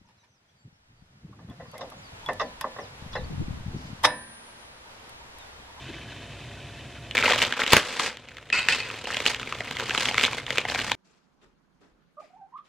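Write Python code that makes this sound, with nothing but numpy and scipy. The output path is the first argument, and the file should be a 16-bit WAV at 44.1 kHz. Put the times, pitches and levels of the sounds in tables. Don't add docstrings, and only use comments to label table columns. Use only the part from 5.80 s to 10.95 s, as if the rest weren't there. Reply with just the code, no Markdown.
import sys
import numpy as np
from scipy import signal
from scipy.fft import rfft, irfft
from scipy.io import wavfile
from scipy.ndimage import uniform_filter1d, map_coordinates

SR = 44100
rng = np.random.default_rng(int(sys.argv[2]) if len(sys.argv) > 2 else 0)


def generate_wav(signal):
    frames = np.transpose(np.atleast_2d(signal))
    scaled = np.clip(frames, -1, 1) * 32767
    pcm = np.round(scaled).astype(np.int16)
    wavfile.write(sys.argv[1], SR, pcm)


N = 227187
TIME = np.arange(N) / SR

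# f/Hz, relative level/dB
HOOD_COLOUR = [(20, -47), (35, -14.5), (85, -2.5), (120, 4.5), (145, -1.5), (175, -11.5), (230, -7.5),
               (450, -13), (680, -13), (850, -23), (2800, -22), (4700, -30), (8000, -33.5), (14000, -58)]
# f/Hz, level relative to the hood/dB
MOTOR_TONES = [(59.2, -13), (117, -20.5), (570.6, -21.5), (694.4, -17.5)]
# f/Hz, relative level/dB
MILK_COLOUR = [(300, -26), (1000, -0.5), (1450, -11), (1650, -0.5), (2300, -4), (2620, 4.5), (2850, -8),
               (3050, 5), (3250, -6), (3550, -0.5), (4600, -13.5), (6500, -17.5), (9000, -38), (14000, -47)]
# t/s, level/dB, f/Hz, t60/s
GULPS = [(.09, -49, 335, .035), (.13, -54, 325, .12)]
# t/s, relative crack
# level/dB, relative patch ring level/dB, main pitch f/Hz, second pitch f/Hz
SNAPS = [(1.3107, -23, -19.5, 2780, 3710), (1.3512, -32, -11.5, 2040, 890), (1.3698, -11, -7.5, 2210, 2680),
         (1.3782, -8, -4.5, 2280, 2860), (1.3867, -13, -11, 2160, 2040), (1.4259, -16, -7.0, 2140, 2540),
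         (1.4362, -19, -8.0, 1550, 1400), (1.4466, -23, -10.5, 1410, 614), (1.4575, -24, -4, 2680, 2130),
         (1.4614, -15.0, -7, 2140, 586), (1.4784, -13, -11, 980, 2140), (1.4808, -18, -6.5, 2040, 980),
         (1.4974, -19, -8.5, 1490, 1650), (1.5075, -9.0, -8, 613, 1400), (1.516, -15, -6.5, 2000, 533),
         (1.5218, -7, -7, 2980, 1180), (1.5339, -13, -9, 1960, 1050), (1.5594, -13.5, -14, 610, 1550),
         (1.6184, -11, -5, 2830, 2040), (1.634, -15, -16, 2050, 766), (1.6379, -11, -17, 2040, 3150),
         (1.6499, -14, -15, 3710, 584), (1.724, -14, -7.5, 1590, 3030), (1.7927, -18, -10.5, 1500, 514),
         (1.8176, -30, -6.0, 2060, 1450), (1.864, -14, -12.5, 3040, 2160), (1.8773, -11, -16, 1830, 1740),
         (2.1963, -8.5, -9, 1120, 2240), (2.2632, -15, -22, 2540, 560), (2.3708, -24.5, -31, 1940, 1080),
         (2.4866, -30.5, -31.5, 2400, 1660), (2.4926, -34.5, -34, 2640, 2000),
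         (2.5168, -42, -32, 1650, 1940), (2.5689, -28, -32.5, 2040, 2040), (2.583, -29.5, -28, 1650, 1410),
         (2.7012, -22.5, -17, 1850, 2830), (2.8859, -3, -4.0, 2000, 3160), (3.101, -28, -18, 2660, 1330),
         (3.1404, -28, -20.5, 2260, 440), (3.255, -40, -18, 2960, 2780), (3.2731, -32, -18.5, 2680, 860),
         (3.3039, -36, -16.5, 1740, 1200), (3.3276, -27, -16.5, 2680, 1940),
         (3.3446, -16.5, -12.5, 2130, 2980), (3.3691, -13.5, -15, 3100, 520), (3.4031, -16, -18, 2280, 450),
         (3.455, -14, -25.5, 456, 2980), (3.4631, -4.5, -3.5, 3050, 2960), (3.4814, -23, -14.5, 3910, 2340),
         (3.5462, -15, -21, 2680, 2040), (3.5971, -21, -19.5, 2760, 1410),
         (3.6299, -24.5, -20.5, 2540, 1270), (3.6734, -31, -19.0, 2300, 443),
         (3.7243, -19.5, -13.5, 1170, 2410), (3.7516, -30, -23, 2040, 620), (3.806, -20.5, -14, 1970, 676),
         (3.8781, -37, -21.0, 2160, 2520), (3.9109, -15, -17.5, 2280, 930),
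         (3.9683, -18.5, -17.5, 2160, 3300), (3.9981, -15.5, -17.5, 1420, 970),
         (4.0063, -18, -22.0, 450, 960), (4.0236, -30, -19.0, 990, 450), (4.0672, -35, -25, 3150, 4600),
         (4.0954, -13.5, -18, 1410, 453), (4.1074, -16, -10, 1800, 2600), (4.1481, -16, -13.5, 1280, 2400),
         (4.177, -12.5, -9, 3300, 3710), (4.2125, -14, -20, 2680, 2040), (4.2227, -15, -23, 2400, 4600),
         (4.2554, -10.5, -15, 3330, 1260), (4.2862, -26, -8, 2250, 3020), (4.3116, -20, -13, 2680, 816),
         (4.3438, -14, -12.5, 2020, 1130), (4.353, -27, -23, 2300, 1070), (4.3806, -5, -4.5, 2250, 1480),
         (4.3958, -15, -12, 2600, 3510), (4.4045, -26, -18, 2180, 2540), (4.4116, -9.5, -18, 1400, 470),
         (4.437, -4.5, -8, 2720, 3710), (4.444, -11, -8, 3400, 1990), (4.4503, -10, -7.5, 3380, 3910),
         (4.4796, -27, -14, 1480, 1010), (4.5315, -18, -15.5, 2280, 1010), (4.5828, -20, -17.5, 2280, 1840),
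         (4.6654, -21.5, -20.5, 3330, 3150), (4.6801, -41, -21, 1930, 960), (4.7054, -11, -16.5, 2160, 574),
         (4.7733, -16, -14, 2580, 2568), (4.7826, -5.0, -9.5, 2580, 474), (4.8518, -22, -11.0, 2100, 810),
         (4.8852, -28, -16, 1830, 2400), (4.8991, -18, -15.5, 3910, 734), (4.9198, -19, -19, 1600, 690),
         (4.9477, -13, -15.5, 720, 2480), (4.9577, -20.0, -11.5, 2260, 1560),
         (4.9904, -13.5, -15, 1650, 1380), (4.9995, -21, -16.0, 2280, 4130),
         (5.0077, -28, -20.5, 3710, 450), (5.0147, -32.0, -15, 2900, 2190), (5.0975, -24, -22, 2380, 3710),
         (5.1168, -6.5, -6.5, 2280, 960)]
# f/Hz, relative level/dB
FILM_COLOUR = [(60, -28), (250, -5.5), (450, -10), (800, -10.5), (1500, 0), (2500, 3.5), (3800, -1.5),
               (5000, -12.5), (7500, -13.5), (9500, -36), (12500, -30.5), (16000, -47)]
# f/Hz, relative level/dB
CONTENTS_COLOUR = [(40, -31), (130, -15), (260, 4.5), (350, -2.5), (470, 7.5), (800, -7), (1400, -17),
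                   (4000, -46)]
# f/Hz, relative level/dB
CRINKLE_COLOUR = [(100, -8), (450, -14.5), (900, -3), (1600, -2.5), (2500, -1), (3500, -3.5), (5000, -15.5),
                  (7500, -20.5), (9500, -34), (16000, -61)]
# f/Hz, relative level/dB
FOIL_COLOUR = [(2500, -37), (4200, 7.5), (5500, 3), (7800, -1), (9500, -12), (12500, -24.5), (16000, -38)]
# start t/s, length/s, force level against an ordinary squeeze/dB
SQUEEZES = [(1.351, 0.07, 4), (1.445, 0.093, 8), (1.58, 0.03, 7.5), (1.62, 0.011, 10), (1.66, 0.6, -1),
            (1.803, 0.016, 7), (1.92, 0.027, 12.5), (2.203, 0.064, 4), (2.89, 0.077, 2), (3.04, 0.69, -6.5),
            (3.28, 0.14, -1.5), (3.467, 0.029, 5.5), (3.6, 0.47, -7), (3.9, 0.02, -3.5), (3.99, 0.6, -2.5),
            (4.15, 0.14, 3), (4.385, .03, 2.5), (4.432, 0.021, 5.5), (4.705, 0.1, -2.5), (4.89, 0.21, -0.5)]
# t/s, relative clack level/dB, relative thud level/dB, relative rasp level/dB
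SNIPS = [(1.9327, 6.5, 4.5, -14.5), (1.9674, 2.5, -1, -17)]
# f/Hz, relative level/dB
BLADES_COLOUR = [(30, -22), (100, -9), (250, -11), (520, -9), (750, -5.5), (1100, 16.5), (2400, 11.5),
                 (4000, 3), (7500, -10.5), (12000, -14), (16000, -47)]
# t/s, relative blow level/dB
TOUCHES = [(2.7262, -9), (2.732, -17), (2.79, -8.5), (2.886, -5), (2.907, -7), (2.924, -4.5), (2.935, -17),
           (2.948, -9), (3.003, -15)]
# start t/s, length/s, relative level/dB
SKIDS = [(2.729, 0.052, -26), (2.895, 0.012, -25.5), (2.925, 0.0067, -29.5), (2.985, 0.016, -33)]
# f/Hz, relative level/dB, t60/s
STEEL_MODES = [(1090, -15, .08), (1480, -9, .1), (2070, -5, .04), (2150, -7, .04), (2550, 1, .06),
               (2650, -2, .025), (3040, -6, .03), (3885, -11, .03), (4325, -7, .02), (4682, -11, .02),
               (7475, -18, .018)]
# f/Hz, relative level/dB
COUNTER_COLOUR = [(60, -57), (500, -6.5), (1100, 0.5), (2400, 12), (3300, 4.5), (5000, -1.5), (6200, -7),
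                  (8100, -6), (9500, -27), (15000, -44)]
# start t/s, length/s, level/dB
SQUEAKS = [(2.7265, 0.005, -21.5), (2.778, 0.0092, -23), (2.926, 0.01, -24), (3.003, 0.0028, -25)]
# f/Hz, side level against mid/dB
STEREO_WIDTH = [(60, -29.5), (300, -14), (700, -22), (1300, -23.5), (2500, -23), (4400, -3), (6500, -3),
                (9000, 7.5), (15000, 18)]

HOOD_DB = -42.5
DIP_AT_S, DIP_DB, DIP_FALL_S, DIP_RECOVER_S = 1.7, 23, 0.052, 1.07
POUR_DB, POUR_THINS_DB_PER_S = -43, 4
POUR_START_S, POUR_HOLD_S, POUR_RAMP_S = 0.022, 1.4, 0.3
PATCH_WIDTH_HZ, PATCH_AT_HZ = 390, 2000
PUFF_DB, PUFF_DB_PER_OCTAVE = -16, 4
SQUEEZE_ATTACK_S, SQUEEZE_RELEASE_S, REST_DB = 0.073, 0.091, -18.5
CRINKLE_DB, RUB_DB, RUB_FOLLOWS = -34, -43, 0.83
FOIL_SHUT_DB, FOIL_OPEN_DB, FOIL_FOLLOWS = -16.5, -9, 0.65
SLIDE_END_S = 2.45
CUT_ATTACK_S, CUT_RELEASE_S = 0.018, 0.037
SKID_ATTACK_S, SKID_RELEASE_S = 0.004, 0.13
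SQUEAK_HZ, SQUEAK_ATTACK_S, SQUEAK_RELEASE_S = 2562, 0.003, 0.019
KITCHEN_T60_S, KITCHEN_DB = 0.22, -10.5
CUTOFF_HZ = 16100


def from_db(db):
    return 10 ** (np.asarray(db) / 20)


def rms_one(x):
    return x / np.sqrt(np.mean(x ** 2, axis=-1, keepdims=True) + 1e-20)


def unit_energy(x):
    return rms_one(x) / np.sqrt(x.shape[-1])


def at_hz(points, hz):
    knots, values = np.transpose(points)
    return np.interp(np.log(np.maximum(hz, 1)), np.log(knots), values)


def colour(x, spectrum):
    size = 4096
    gain = from_db(at_hz(spectrum, np.arange(size // 2 + 1) * SR / size))
    cepstrum = irfft(np.log(gain))
    cepstrum[1:size // 2] *= 2
    cepstrum[size // 2 + 1:] = 0
    impulse = irfft(np.exp(rfft(cepstrum)))
    return signal.fftconvolve(x, impulse[None], axes=-1)[:, :x.shape[-1]]


def ring(x, hz, t60):
    r, w = from_db(-60 / (t60 * SR)), 2 * np.pi * hz / SR
    return signal.lfilter([0, np.sin(w)], [1, -2 * r * np.cos(w), r * r], x + 1e-18)


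def add(out, s, sound):
    start = min(int(s * SR), N)
    out[:, start:start + sound.shape[-1]] += sound[:, :N - start]


def noise(spectrum):
    return rms_one(colour(rng.standard_normal((2, N)), spectrum))


def burst(decay_s, size=2048):
    fade = np.exp(-TIME[:size] / decay_s)
    flurry = rfft(rng.standard_normal((2, size)) * fade)
    flat = irfft(flurry / (np.abs(flurry) + 1e-9))
    return unit_energy(flat * np.sqrt(fade))


def grains(per_s, spread_db):
    out = np.zeros((2, N))
    at = np.flatnonzero(rng.random(N) < per_s / SR)
    sizes = from_db(spread_db * np.minimum(rng.exponential(1, N)[at], 2.5))
    positive = rng.integers(0, 2, (2, N), dtype=bool)[:, at]
    out[:, at] = sizes * np.where(positive, 1, -1)
    return out


def evened(x, window_s):
    power = uniform_filter1d(np.mean(x ** 2, axis=0), int(window_s * SR) + 1)
    return x / np.sqrt(power + 1e-9)


def drift(per_s):
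    knots = rng.standard_normal(4096)
    return rms_one(map_coordinates(knots, [TIME * per_s], order=2, mode="wrap"))


def strokes(rows, attack_s, release_s):
    levels = []
    for s, length, db in rows:
        before = np.maximum(s - TIME, 0) / attack_s
        after = np.maximum(TIME - s - length, 0) / release_s
        levels.append(db - 20 * (before + after))
    return np.max(levels, axis=0)


def hood(air_db=-1):
    tones = 0
    for hz, db in MOTOR_TONES:
        turns = hz * TIME + rng.random((2, 1))
        tones = tones + from_db(db) * np.sqrt(2) * np.sin(2 * np.pi * turns)
    since = np.maximum(TIME - DIP_AT_S, 0)
    dip = np.minimum(since / DIP_FALL_S, 1) * np.exp(-since / DIP_RECOVER_S)
    return from_db(HOOD_DB - DIP_DB * dip) * (from_db(air_db) * noise(HOOD_COLOUR) + tones)


def milk(fizz_per_s=6000, fizz_db=-2.0, bubble_db=-9):
    flutter = from_db(1.7 * drift(per_s=35))
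    fizz = rms_one(colour(grains(fizz_per_s, spread_db=5.0), MILK_COLOUR))
    pitches = np.geomspace(1400, 4000, num=14)
    bubbles = rms_one(sum(ring(grains(per_s=10, spread_db=5.0), hz, 60 / hz) for hz in pitches))
    stream_db = strokes([(POUR_START_S, POUR_HOLD_S, POUR_DB)], POUR_RAMP_S, POUR_RAMP_S)
    stream_db = stream_db - POUR_THINS_DB_PER_S * TIME
    out = from_db(stream_db) * flutter * (from_db(fizz_db) * fizz + from_db(bubble_db) * bubbles)
    for s, gulp_db, hz, t60 in GULPS:
        gulp = rms_one(ring(burst(decay_s=t60 / 2, size=8192), hz, t60))
        add(out, s, from_db(gulp_db) * gulp)
    return out


def patch_ring(hz, decay_s):
    half = PATCH_WIDTH_HZ * np.sqrt(hz / PATCH_AT_HZ) / 2
    band = signal.butter(2, [max(hz - half, 20), hz + half], "band", fs=SR, output="sos")
    return unit_energy(signal.sosfilt(band, burst(decay_s)))


def snaps(decay_s=0.0022, patch_s=0.00079, second_db=-3.0, level_db=11, after_s=0.0086, after_db=-15):
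    out = np.zeros((2, N))
    for s, edge_db, ring_db, hz, second_hz in SNAPS:
        crack = unit_energy(colour(burst(decay_s), FILM_COLOUR))
        second = from_db(second_db) * patch_ring(second_hz, patch_s)
        patch = unit_energy(patch_ring(hz, patch_s) + second)
        puff = unit_energy(colour(burst(2 * decay_s), CONTENTS_COLOUR))
        octaves_up = np.log2(np.sqrt(hz * second_hz) / PATCH_AT_HZ)
        puff_db = ring_db + PUFF_DB - PUFF_DB_PER_OCTAVE * octaves_up
        add(out, s, from_db(edge_db) * crack + from_db(ring_db) * patch + from_db(puff_db) * puff)
        small_db = max(edge_db, ring_db) + after_db
        for delay in np.cumsum(rng.uniform(0.218, 1, 2)) * after_s:
            small = patch_ring(hz * 2 ** rng.uniform(-0.46, 0.79), decay_s)
            add(out, s + delay, from_db(small_db) * small)
    return from_db(level_db) * out


def squeezing():
    force_db = strokes(SQUEEZES, SQUEEZE_ATTACK_S, SQUEEZE_RELEASE_S)
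    return np.where(TIME > SQUEEZES[0][0], np.maximum(force_db, REST_DB), -120)


def clumps():
    starts = np.abs(grains(per_s=150, spread_db=2.5)[0])
    surge = signal.lfilter([1], [1, -np.exp(-1 / (.0045 * SR))], starts + 1e-18)
    sliding = (TIME > SNIPS[-1][0]) & (TIME < SLIDE_END_S)
    return evened((surge + np.where(sliding, 1.5, .6))[None], window_s=.04)


def crinkle(force_db, per_s=1800, cycles=13, hiss=0.45):
    pitches = np.geomspace(600, 9000, num=18)
    ticks = 0
    for hz in pitches:
        clicks = grains(per_s / len(pitches), spread_db=0.5)
        ticks = ticks + np.sqrt(hz) * rms_one(ring(clicks, hz, cycles / hz))
    film = rms_one(colour(ticks, CRINKLE_COLOUR)) + hiss * noise(CRINKLE_COLOUR)
    foil_db = np.where(TIME < SNIPS[-1][0], FOIL_SHUT_DB, FOIL_OPEN_DB) + FOIL_FOLLOWS * force_db
    foil = from_db(foil_db) * rms_one(colour(grains(per_s=6000, spread_db=1.5), FOIL_COLOUR))
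    rub = rms_one(colour(grains(per_s=900, spread_db=0.5), CONTENTS_COLOUR))
    contents = from_db(RUB_DB + RUB_FOLLOWS * force_db) * rub
    skin = from_db(CRINKLE_DB + force_db) * (evened(film, window_s=0.046) + foil)
    return clumps() * (skin + contents)


def snips(decay_s=0.0017, thud_hz=480, thud_t60=0.0064, level_db=18, rasp_db=-1):
    cuts = [(s, 0, db) for s, _, _, db in SNIPS]
    cut_db = rasp_db + strokes(cuts, CUT_ATTACK_S, CUT_RELEASE_S)
    rasp = rms_one(colour(grains(per_s=2700, spread_db=4.0), BLADES_COLOUR))
    out = from_db(cut_db) * evened(rasp, window_s=0.02)
    for s, peak_db, thud_db, _ in SNIPS:
        clack = unit_energy(colour(burst(decay_s), BLADES_COLOUR))
        thud = unit_energy(ring(clack, thud_hz, thud_t60))
        add(out, s, from_db(level_db) * (from_db(peak_db) * clack + from_db(thud_db) * thud))
    return out


def scissors(chatter_per_s=1400, ring_db=-1.5, rasp_db=-4.5, touch_db=7):
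    patchy_db, shifts_per_s, bend_s = 4, 70, 3e-5
    skid_db = strokes(SKIDS, SKID_ATTACK_S, SKID_RELEASE_S)
    drive = evened(grains(chatter_per_s, spread_db=-2), window_s=0.014) * from_db(skid_db)
    for s, blow_db in TOUCHES:
        add(drive, s, from_db(blow_db + touch_db) * burst(decay_s=0.0054))
    steel = 0
    total = np.sqrt(sum(from_db(db) ** 2 for _, db, _ in STEEL_MODES))
    for hz, db, t60 in STEEL_MODES:
        size = np.linalg.norm(ring(np.eye(1, SR // 2), hz, t60))
        feed = drive * rms_one(from_db(patchy_db * drift(shifts_per_s)))
        mode = ring(feed, hz, t60) * from_db(db) / (size * total)
        bent = TIME + bend_s * drift(shifts_per_s)
        steel = steel + np.array([np.interp(bent, TIME, channel) for channel in mode])
    scrape = unit_energy(colour(np.eye(1, SR // 10), COUNTER_COLOUR))
    rasp = signal.fftconvolve(drive, scrape, axes=-1)[:, :N]
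    return from_db(ring_db) * steel + from_db(rasp_db) * rasp


def squeak():
    hz = SQUEAK_HZ + 55 * drift(per_s=160)
    level_db = strokes(SQUEAKS, SQUEAK_ATTACK_S, SQUEAK_RELEASE_S) + 2.8 * drift(per_s=400)
    turns = np.cumsum(hz) / SR + rng.random((2, 1))
    return np.sqrt(2) * from_db(level_db) * np.sin(2 * np.pi * turns)


def kitchen(x, first_echo_s=0.0026, wall_hz=7000):
    t = TIME[:SR // 2]
    tail = rng.standard_normal((2, len(t))) * from_db(-60 * t / KITCHEN_T60_S) * (t > first_echo_s)
    tail = signal.lfilter(*signal.butter(1, wall_hz, fs=SR), unit_energy(tail))
    return x + from_db(KITCHEN_DB) * signal.fftconvolve(x, tail, axes=-1)[:, :N]


def scene():
    packet = snaps() + crinkle(squeezing())
    mid_side = kitchen(packet + snips() + scissors() + squeak()) + hood() + milk()
    side = colour(mid_side[1:], STEREO_WIDTH)
    return mid_side[0] + side * np.array([[1], [-1]])


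def record(dry):
    clipped = dry / (1 + dry ** 6) ** (1 / 6)
    lowpass = signal.ellip(10, .2, 90, CUTOFF_HZ, fs=SR, output="sos")
    return signal.sosfilt(lowpass, clipped)


dry = scene()
out = record(dry)
generate_wav(out)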